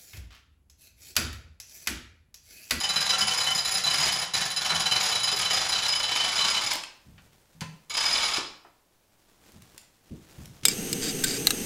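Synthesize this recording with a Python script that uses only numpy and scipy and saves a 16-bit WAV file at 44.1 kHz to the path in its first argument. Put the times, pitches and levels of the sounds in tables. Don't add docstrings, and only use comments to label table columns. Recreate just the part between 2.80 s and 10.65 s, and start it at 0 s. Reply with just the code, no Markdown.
import sys
import numpy as np
from scipy import signal
from scipy.fft import rfft, irfft, next_fast_len
from scipy.io import wavfile

SR = 44100
rng = np.random.default_rng(int(sys.argv[2]) if len(sys.argv) > 2 else 0)


def bounce(signal):
    frames = np.transpose(np.atleast_2d(signal))
    limited = np.clip(frames, -1, 1)
    pcm = np.round(limited * 32767).astype(np.int16)
    wavfile.write(sys.argv[1], SR, pcm)


N = 346185

# f/Hz, level/dB
AIR_SPECTRUM = [(30, -5), (200, -14), (750, -15), (1500, -22.5), (15500, -28)]
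# t/s, lower wheel mode/dB, upper mode/dB, pawl/dB
PAWL_DROPS = [(0.002, -35.0, -33.0, -30.0), (0.035, -24.0, -35.0, -30.0), (0.09, -34.0, -19.0, -27.0),
              (0.135, -39.0, -32.0, -39.0), (0.159, -32.0, -20.0, -29.0), (0.206, -31.0, -28.0, -26.0),
              (0.257, -42.0, -26.0, -36.0), (0.293, -27.0, -19.0, -24.0), (0.328, -26.0, -27.0, -39.0),
              (0.382, -45.0, -29.0, -26.0), (0.407, -23.0, -37.0, -23.0), (0.47, -28.0, -39.0, -28.0),
              (0.506, -24.0, -33.0, -34.0), (0.536, -44.0, -36.0, -31.0), (0.575, -29.0, -33.0, -24.0),
              (0.602, -27.0, -26.0, -28.0), (0.633, -44.0, -28.0, -36.0), (0.666, -19.0, -25.0, -38.0),
              (0.704, -26.0, -31.0, -33.0), (0.749, -33.0, -46.0, -22.0), (0.778, -32.0, -23.0, -21.0),
              (0.849, -45.0, -23.0, -29.0), (0.876, -39.0, -45.0, -31.0), (0.91, -35.0, -45.0, -25.0),
              (0.94, -44.0, -26.0, -24.0), (0.972, -43.0, -26.0, -28.0), (1.036, -40.0, -22.0, -30.0),
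              (1.065, -27.0, -22.0, -33.0), (1.102, -31.0, -35.0, -27.0), (1.133, -45.0, -35.0, -27.0),
              (1.175, -44.0, -33.0, -25.0), (1.201, -26.0, -38.0, -25.0), (1.225, -38.0, -45.0, -27.0),
              (1.254, -44.0, -46.0, -30.0), (1.279, -28.0, -33.0, -34.0), (1.322, -45.0, -38.0, -26.0),
              (1.355, -31.0, -36.0, -46.0), (1.387, -40.0, -41.0, -30.0), (1.416, -37.0, -29.0, -41.0),
              (1.536, -35.0, -23.0, -29.0), (1.566, -45.0, -45.0, -30.0), (1.607, -30.0, -28.0, -35.0),
              (1.653, -44.0, -44.0, -32.0), (1.703, -34.0, -31.0, -36.0), (1.763, -32.0, -24.0, -28.0),
              (1.81, -42.0, -35.0, -43.0), (1.848, -29.0, -31.0, -34.0), (1.894, -29.0, -22.0, -46.0),
              (1.947, -25.0, -27.0, -33.0), (1.997, -29.0, -30.0, -29.0), (2.056, -23.0, -24.0, -34.0),
              (2.112, -18.0, -21.0, -29.0), (2.154, -29.0, -23.0, -35.0), (2.201, -44.0, -27.0, -28.0),
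              (2.229, -44.0, -40.0, -26.0), (2.254, -44.0, -31.0, -30.0), (2.288, -44.0, -41.0, -29.0),
              (2.315, -26.0, -28.0, -32.0), (2.351, -33.0, -20.0, -31.0), (2.395, -40.0, -31.0, -39.0),
              (2.432, -27.0, -25.0, -23.0), (2.473, -30.0, -25.0, -29.0), (2.516, -38.0, -34.0, -29.0),
              (2.562, -45.0, -28.0, -32.0), (2.588, -40.0, -46.0, -32.0), (2.611, -29.0, -38.0, -32.0),
              (2.648, -28.0, -28.0, -42.0), (2.702, -24.0, -30.0, -29.0), (2.732, -44.0, -39.0, -23.0),
              (2.765, -33.0, -26.0, -28.0), (2.807, -42.0, -26.0, -34.0), (2.846, -37.0, -28.0, -43.0),
              (2.888, -31.0, -28.0, -27.0), (2.921, -36.0, -22.0, -29.0), (2.951, -25.0, -22.0, -46.0),
              (2.98, -40.0, -30.0, -35.0), (3.022, -29.0, -26.0, -35.0), (3.05, -29.0, -28.0, -34.0),
              (3.082, -37.0, -29.0, -23.0), (3.124, -24.0, -28.0, -33.0), (3.151, -26.0, -32.0, -27.0),
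              (3.194, -28.0, -33.0, -36.0), (3.23, -26.0, -26.0, -30.0), (3.281, -29.0, -31.0, -45.0),
              (3.311, -26.0, -26.0, -33.0), (3.353, -25.0, -42.0, -28.0), (3.399, -24.0, -33.0, -41.0),
              (3.438, -24.0, -29.0, -28.0), (3.479, -45.0, -45.0, -33.0), (3.518, -43.0, -33.0, -33.0),
              (3.555, -39.0, -35.0, -28.0), (3.58, -21.0, -20.0, -33.0), (3.605, -22.0, -24.0, -29.0),
              (3.641, -25.0, -27.0, -30.0), (3.674, -44.0, -29.0, -23.0), (3.701, -42.0, -34.0, -28.0),
              (3.738, -27.0, -25.0, -44.0), (3.764, -25.0, -29.0, -37.0), (3.811, -44.0, -41.0, -40.0),
              (3.836, -45.0, -45.0, -31.0), (3.863, -46.0, -42.0, -28.0), (3.905, -45.0, -40.0, -35.0),
              (5.097, -43.0, -36.0, -38.0), (5.139, -45.0, -35.0, -34.0), (5.168, -45.0, -42.0, -24.0),
              (5.202, -37.0, -44.0, -30.0), (5.229, -42.0, -45.0, -29.0), (5.254, -45.0, -45.0, -21.0),
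              (5.279, -41.0, -46.0, -44.0), (5.302, -41.0, -33.0, -27.0), (5.327, -45.0, -46.0, -21.0),
              (5.349, -32.0, -26.0, -44.0), (5.373, -35.0, -39.0, -29.0), (5.399, -34.0, -46.0, -45.0),
              (5.424, -43.0, -33.0, -25.0), (5.451, -33.0, -30.0, -28.0), (5.477, -40.0, -41.0, -30.0),
              (5.511, -46.0, -46.0, -45.0), (5.535, -45.0, -32.0, -27.0), (5.56, -38.0, -35.0, -30.0)]
# f/Hz, level/dB, t60/s
PAWL_OVERTONES = [(6762, -30.5, .07), (7145, -32, .07), (9900, -31, .085), (10400, -36.5, .04),
                  (11820, -42.5, .09), (14720, -49, .07)]
# t/s, share of raised timbre/0-1
MAST_EXTENSION = [(1.9, 0), (2.8, .25), (3, .55), (5.1, 1)]
# t/s, level/dB
CRANK_EFFORT = [(0, -2.5), (.2, -1.3), (.4, 2.5), (.55, -.7), (.8, -2.3), (1, -1.3), (1.15, 2.2),
                (1.42, -2.3), (1.54, 2.7), (1.7, -3.5), (1.8, 1), (2.22, 1.3), (2.36, -1.3), (2.7, 2.2),
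                (2.95, -2), (3.55, 1), (3.92, -.5), (5.1, -6), (5.17, -.5)]
# f/Hz, level/dB
LOW_MAST_SPECTRUM = [(40, -20), (90, -9.5), (160, -4.5), (260, -17), (620, -9.5), (770, -4.5), (1400, -4),
                     (2700, -5.5), (5400, -3.5), (8800, -17), (11000, -23), (15500, -36)]
# f/Hz, level/dB
HIGH_MAST_SPECTRUM = [(130, -23), (450, -23), (950, -9), (1900, -15.5), (3400, -10.5), (5400, -13),
                      (8800, -26), (15500, -47)]
# f/Hz, level/dB, t60/s
SLEEVE_MODES = [(765, -2, .09), (1040, -6, .08), (1374, -4, .08), (1813, -6, .08), (2681, -6, .1)]
# f/Hz, level/dB, t60/s
TUBE_MODES = [(2255, 0, .03), (3520, -5, .04)]
# f/Hz, t60/s
GARAGE_DECAY = [(100, .58), (1500, .52), (5000, .45), (10000, .36), (15000, .14)]
# t/s, relative level/dB, centre f/Hz, t60/s
BODY_THUMPS = [(.412, -43, 127.2, 0.27), (1.21, -51.5, 100, 0.8), (4.251, -50, 93, 0.8),
               (6.734, -50, 121, 0.51), (7.305, -36, 138, 0.31), (7.576, -43, 105, 0.69),
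               (7.826, -40.5, 138, 0.24)]
# t/s, level/dB, centre f/Hz, t60/s
PART_KNOCKS = [(1.919, -26, 1100, 0.13), (2.529, -36, 455, 0.16), (3.956, -38, 380, 0.06),
               (4.036, -28, 2320, 0.033), (4.38, -50, 1520, .11), (4.808, -33, 2800, 0.11),
               (4.815, -39, 800, .13), (5.583, -28.5, 280, 0.045), (5.849, -49, 652, 0.16),
               (7.834, -38.5, 3480, 0.064)]
# t/s, level/dB, f/Hz, t60/s
FRAME_HUMS = [(1.921, -41, 165, .35), (4.749, -48, 163, .3)]
# f/Hz, level/dB, t60/s
FRAME_MODES = [(161, -1, .15), (277, -14, .16), (441, -16, .2), (958, -13, .15), (1017, -16, .15),
               (2625, -15, .33)]
# t/s, level/dB
BRIGHT_TICKS = [(3.935, -24), (3.955, -28), (6.72, -50), (6.821, -44.5), (6.979, -34.5), (7.657, -39.5)]
# peak t/s, level/dB, swell sigma/s, fade sigma/s
CLOTH_RUBS = [(4.45, -64.5, 0.3, 1), (6.83, -57.5, 0.24, 0.18), (7.64, -54, 0.23, 0.18)]
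# f/Hz, level/dB
CLOTH_SPECTRUM = [(200, 5.5), (1200, -3.5), (7000, -7.5), (10000, -12), (15500, -15)]

WHEEL_LOWER_HZ, WHEEL_UPPER_HZ, WHEEL_T60_S, WHEEL_GAIN_DB = 3031, 3987, .16, .4
PAWL_HZ, PAWL_T60_S, PAWL_GAIN_DB = 5010, .15, 2.1
LIFT_SHARE, MAX_GAP_S, DAMP_T60_S = .68, .05, .022
MAST_REF_DB, CLACK_GAIN_DB, SLEEVE_GAIN_DB, TAP_GAIN_DB, TAP_GROWTH_DB = -29.8, 9.7, -8.3, .5, 8
DETUNE_SHARE = .0038
CUTOFF_HZ = 15780


def amp(db):
    return 10 ** (np.asarray(db) / 20)


def unit_rms(x):
    return x / np.sqrt(np.mean(x ** 2) + 1e-20)


def along(points, hz):
    knots_hz, values = np.transpose(points)
    return np.interp(np.log(hz + 1), np.log(knots_hz + 1), values)


def filtered(x, response):
    size = next_fast_len(len(x) + 8192)
    return irfft(rfft(x, size) * response(np.fft.rfftfreq(size, 1 / SR)), size)[:len(x)]


def noise(spectrum, size):
    return unit_rms(filtered(rng.standard_normal(size), lambda hz: amp(along(spectrum, hz))))


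def band(centre_hz, size, octaves):
    bell = lambda hz: np.exp(-.5 * (np.log2((hz + 1) / centre_hz) / octaves) ** 2)
    return unit_rms(filtered(rng.standard_normal(size), bell))


def wobble(rate_hz, size):
    knots = rng.standard_normal(int(size * rate_hz / SR) + 2)
    return np.interp(np.arange(size) * rate_hz / SR, np.arange(len(knots)), knots)


def attack(t, rise_s):
    return 1 - np.exp(-t / rise_s)


def fade(t, t60_s):
    return amp(-60 * t / t60_s)


def bloom(t, first, delay_s, rise_s):
    swell = attack(np.maximum(t - delay_s, 0), rise_s)
    return attack(t, .00056) * (first + (1 - first) * swell)


def ring(modes, t, scatter_db, flutter):
    out = np.zeros(len(t))
    for hz, db, t60_s in modes:
        chatter = 1 + flutter * (wobble(220, len(t)) + 1j * wobble(220, len(t)))
        detuned_hz = hz * (1 + DETUNE_SHARE * rng.standard_normal())
        tone = np.real(chatter * np.exp(2j * np.pi * (detuned_hz * t + rng.random())))
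        out += np.sqrt(2) * amp(db + rng.normal(0, scatter_db)) * fade(t, t60_s) * tone
    return out


def add(track, at_s, sound):
    part = track[max(0, round(at_s * SR)):][:len(sound)]
    part += sound[:len(part)]


def raised(at_s):
    return np.interp(at_s, *np.transpose(MAST_EXTENSION))


def effort_db(at_s):
    return np.interp(at_s, *np.transpose(CRANK_EFFORT))


def air():
    return amp(-66.5) * noise(AIR_SPECTRUM, N)


def ratchet(drops):
    out, t = np.zeros(N), np.arange(SR // 14) / SR
    gaps_s = np.minimum(np.diff(drops[:, 0], append=N / SR), MAX_GAP_S)
    mean_pawl_db = drops[:, -1].mean()
    for (at_s, lower_db, upper_db, pawl_db), gap_s in zip(drops, gaps_s):
        wheel_modes = [(WHEEL_LOWER_HZ, lower_db, WHEEL_T60_S), (WHEEL_UPPER_HZ, upper_db, WHEEL_T60_S)]
        wheel = ring(wheel_modes, t, scatter_db=.85, flutter=.36)
        wheel *= bloom(t, first=.36, delay_s=.0034, rise_s=.0079)
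        follow_db = .33 * (pawl_db - mean_pawl_db)
        tilt_db_per_octave = -5.7 * raised(at_s)
        overtones = [(hz, db + follow_db + tilt_db_per_octave * np.log2(hz / PAWL_HZ), t60_s)
                     for hz, db, t60_s in PAWL_OVERTONES]
        pawl_modes = [(PAWL_HZ, pawl_db + PAWL_GAIN_DB, PAWL_T60_S)] + overtones
        pawl = ring(pawl_modes, t, scatter_db=.7, flutter=.46)
        pawl *= bloom(t, first=.49, delay_s=.0058, rise_s=.0041)
        damping = fade(np.maximum(t - LIFT_SHARE * gap_s, 0), DAMP_T60_S)
        add(out, at_s, damping * (amp(WHEEL_GAIN_DB) * wheel + pawl))
    return out


def mast_clacks(drops):
    out, t = np.zeros(N), np.arange(SR // 10) / SR
    envelope = bloom(t, first=.24, delay_s=.0051, rise_s=.0046) * fade(t, t60_s=.093)
    ring_db = drops[:, 1:].max(axis=1)
    for at_s, harder_db in zip(drops[:, 0], ring_db - ring_db.mean()):
        shake_db = MAST_REF_DB + effort_db(at_s) + .2 * harder_db + rng.normal(0, 1.1)
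        high = raised(at_s)
        low = 1 - high
        colour = lambda hz: amp(low * along(LOW_MAST_SPECTRUM, hz) + high * along(HIGH_MAST_SPECTRUM, hz))
        grit = rng.standard_normal(len(t)) * amp(3.2 * wobble(400, len(t)))
        add(out, at_s, amp(shake_db + CLACK_GAIN_DB) * envelope * unit_rms(filtered(grit, colour)))
        sleeve = ring(SLEEVE_MODES, t, scatter_db=3, flutter=.35)
        sleeve *= bloom(t, first=.39, delay_s=0, rise_s=.0062)
        add(out, at_s, amp(shake_db + SLEEVE_GAIN_DB) * low * sleeve)
    return out


def tube_taps(drops, swing_s=.009):
    out, t = np.zeros(N), np.arange(SR // 20) / SR
    for at_s in drops[:, 0]:
        tap = ring(TUBE_MODES, t, scatter_db=2, flutter=.38) * attack(t, .004)
        tap_db = MAST_REF_DB + effort_db(at_s) + TAP_GAIN_DB + TAP_GROWTH_DB * raised(at_s)
        add(out, at_s + swing_s, amp(tap_db) * tap)
    return out


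def garage(x, wet_db, predelay_s=.007):
    wet, block = np.zeros(N), SR // 4
    for start in range(0, N, block):
        hz, t, spectra = signal.stft(rng.standard_normal(SR * 3 // 4), SR, nperseg=256)
        decay = fade(t, along(GARAGE_DECAY, hz)[:, None])
        _, tail = signal.istft(spectra * decay, SR, nperseg=256)
        echoes = signal.fftconvolve(x[start:start + block], tail / np.linalg.norm(tail))
        add(wet, start / SR + predelay_s, echoes)
    return x + amp(wet_db) * wet


def thumps():
    out, t = np.zeros(N), np.arange(SR // 2) / SR
    for at_s, db, hz, t60_s in BODY_THUMPS:
        envelope = attack(t, .013) * fade(t, t60_s)
        add(out, at_s, amp(db + 3) * envelope * band(hz, len(t), octaves=.86))
    return out


def knocks():
    out, t = np.zeros(N), np.arange(SR // 2) / SR
    for at_s, db, hz, t60_s in PART_KNOCKS:
        add(out, at_s, amp(db) * fade(t, t60_s) * band(hz, len(t), octaves=1))
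    return out


def frame():
    out, t = np.zeros(N), np.arange(SR // 2) / SR
    for at_s, db, hz, t60_s in FRAME_HUMS:
        hum = attack(t, .0071) * ring([(hz, db, t60_s)], t, scatter_db=.5, flutter=.46)
        add(out, at_s, hum)
    bump = attack(t, .0015) * ring(FRAME_MODES, t, scatter_db=3, flutter=.42)
    add(out, at_s=4.817, sound=amp(-33.5) * bump)
    return out


def ticks():
    out, t = np.zeros(N), np.arange(SR // 20) / SR
    for at_s, db in BRIGHT_TICKS:
        add(out, at_s, amp(db) * fade(t, t60_s=.018) * band(centre_hz=4600, size=len(t), octaves=1.2))
    return out


def cloth():
    envelope, t = np.zeros(N), np.arange(N) / SR
    for peak_s, db, swell_s, fade_s in CLOTH_RUBS:
        sigma_s = np.where(t < peak_s, swell_s, fade_s)
        envelope += amp(db) * np.exp(-.5 * ((t - peak_s) / sigma_s) ** 2)
    fibres = unit_rms(amp(2 * wobble(30, N) + 3.3 * wobble(700, N)))
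    return envelope * fibres * noise(CLOTH_SPECTRUM, N)


def scene():
    drops = np.array(PAWL_DROPS)
    winch = garage(ratchet(drops), wet_db=-6.5)
    winch += garage(tube_taps(drops), wet_db=-9)
    winch += garage(mast_clacks(drops), wet_db=-1.5)
    contacts = garage(knocks() + frame(), wet_db=-7.5) + garage(ticks(), wet_db=-5.5)
    return (winch + contacts + thumps() + cloth() + air())[None]


def record(dry):
    return np.array([filtered(x, lambda hz: hz < CUTOFF_HZ) for x in dry])


dry = scene()
out = record(dry)
bounce(out)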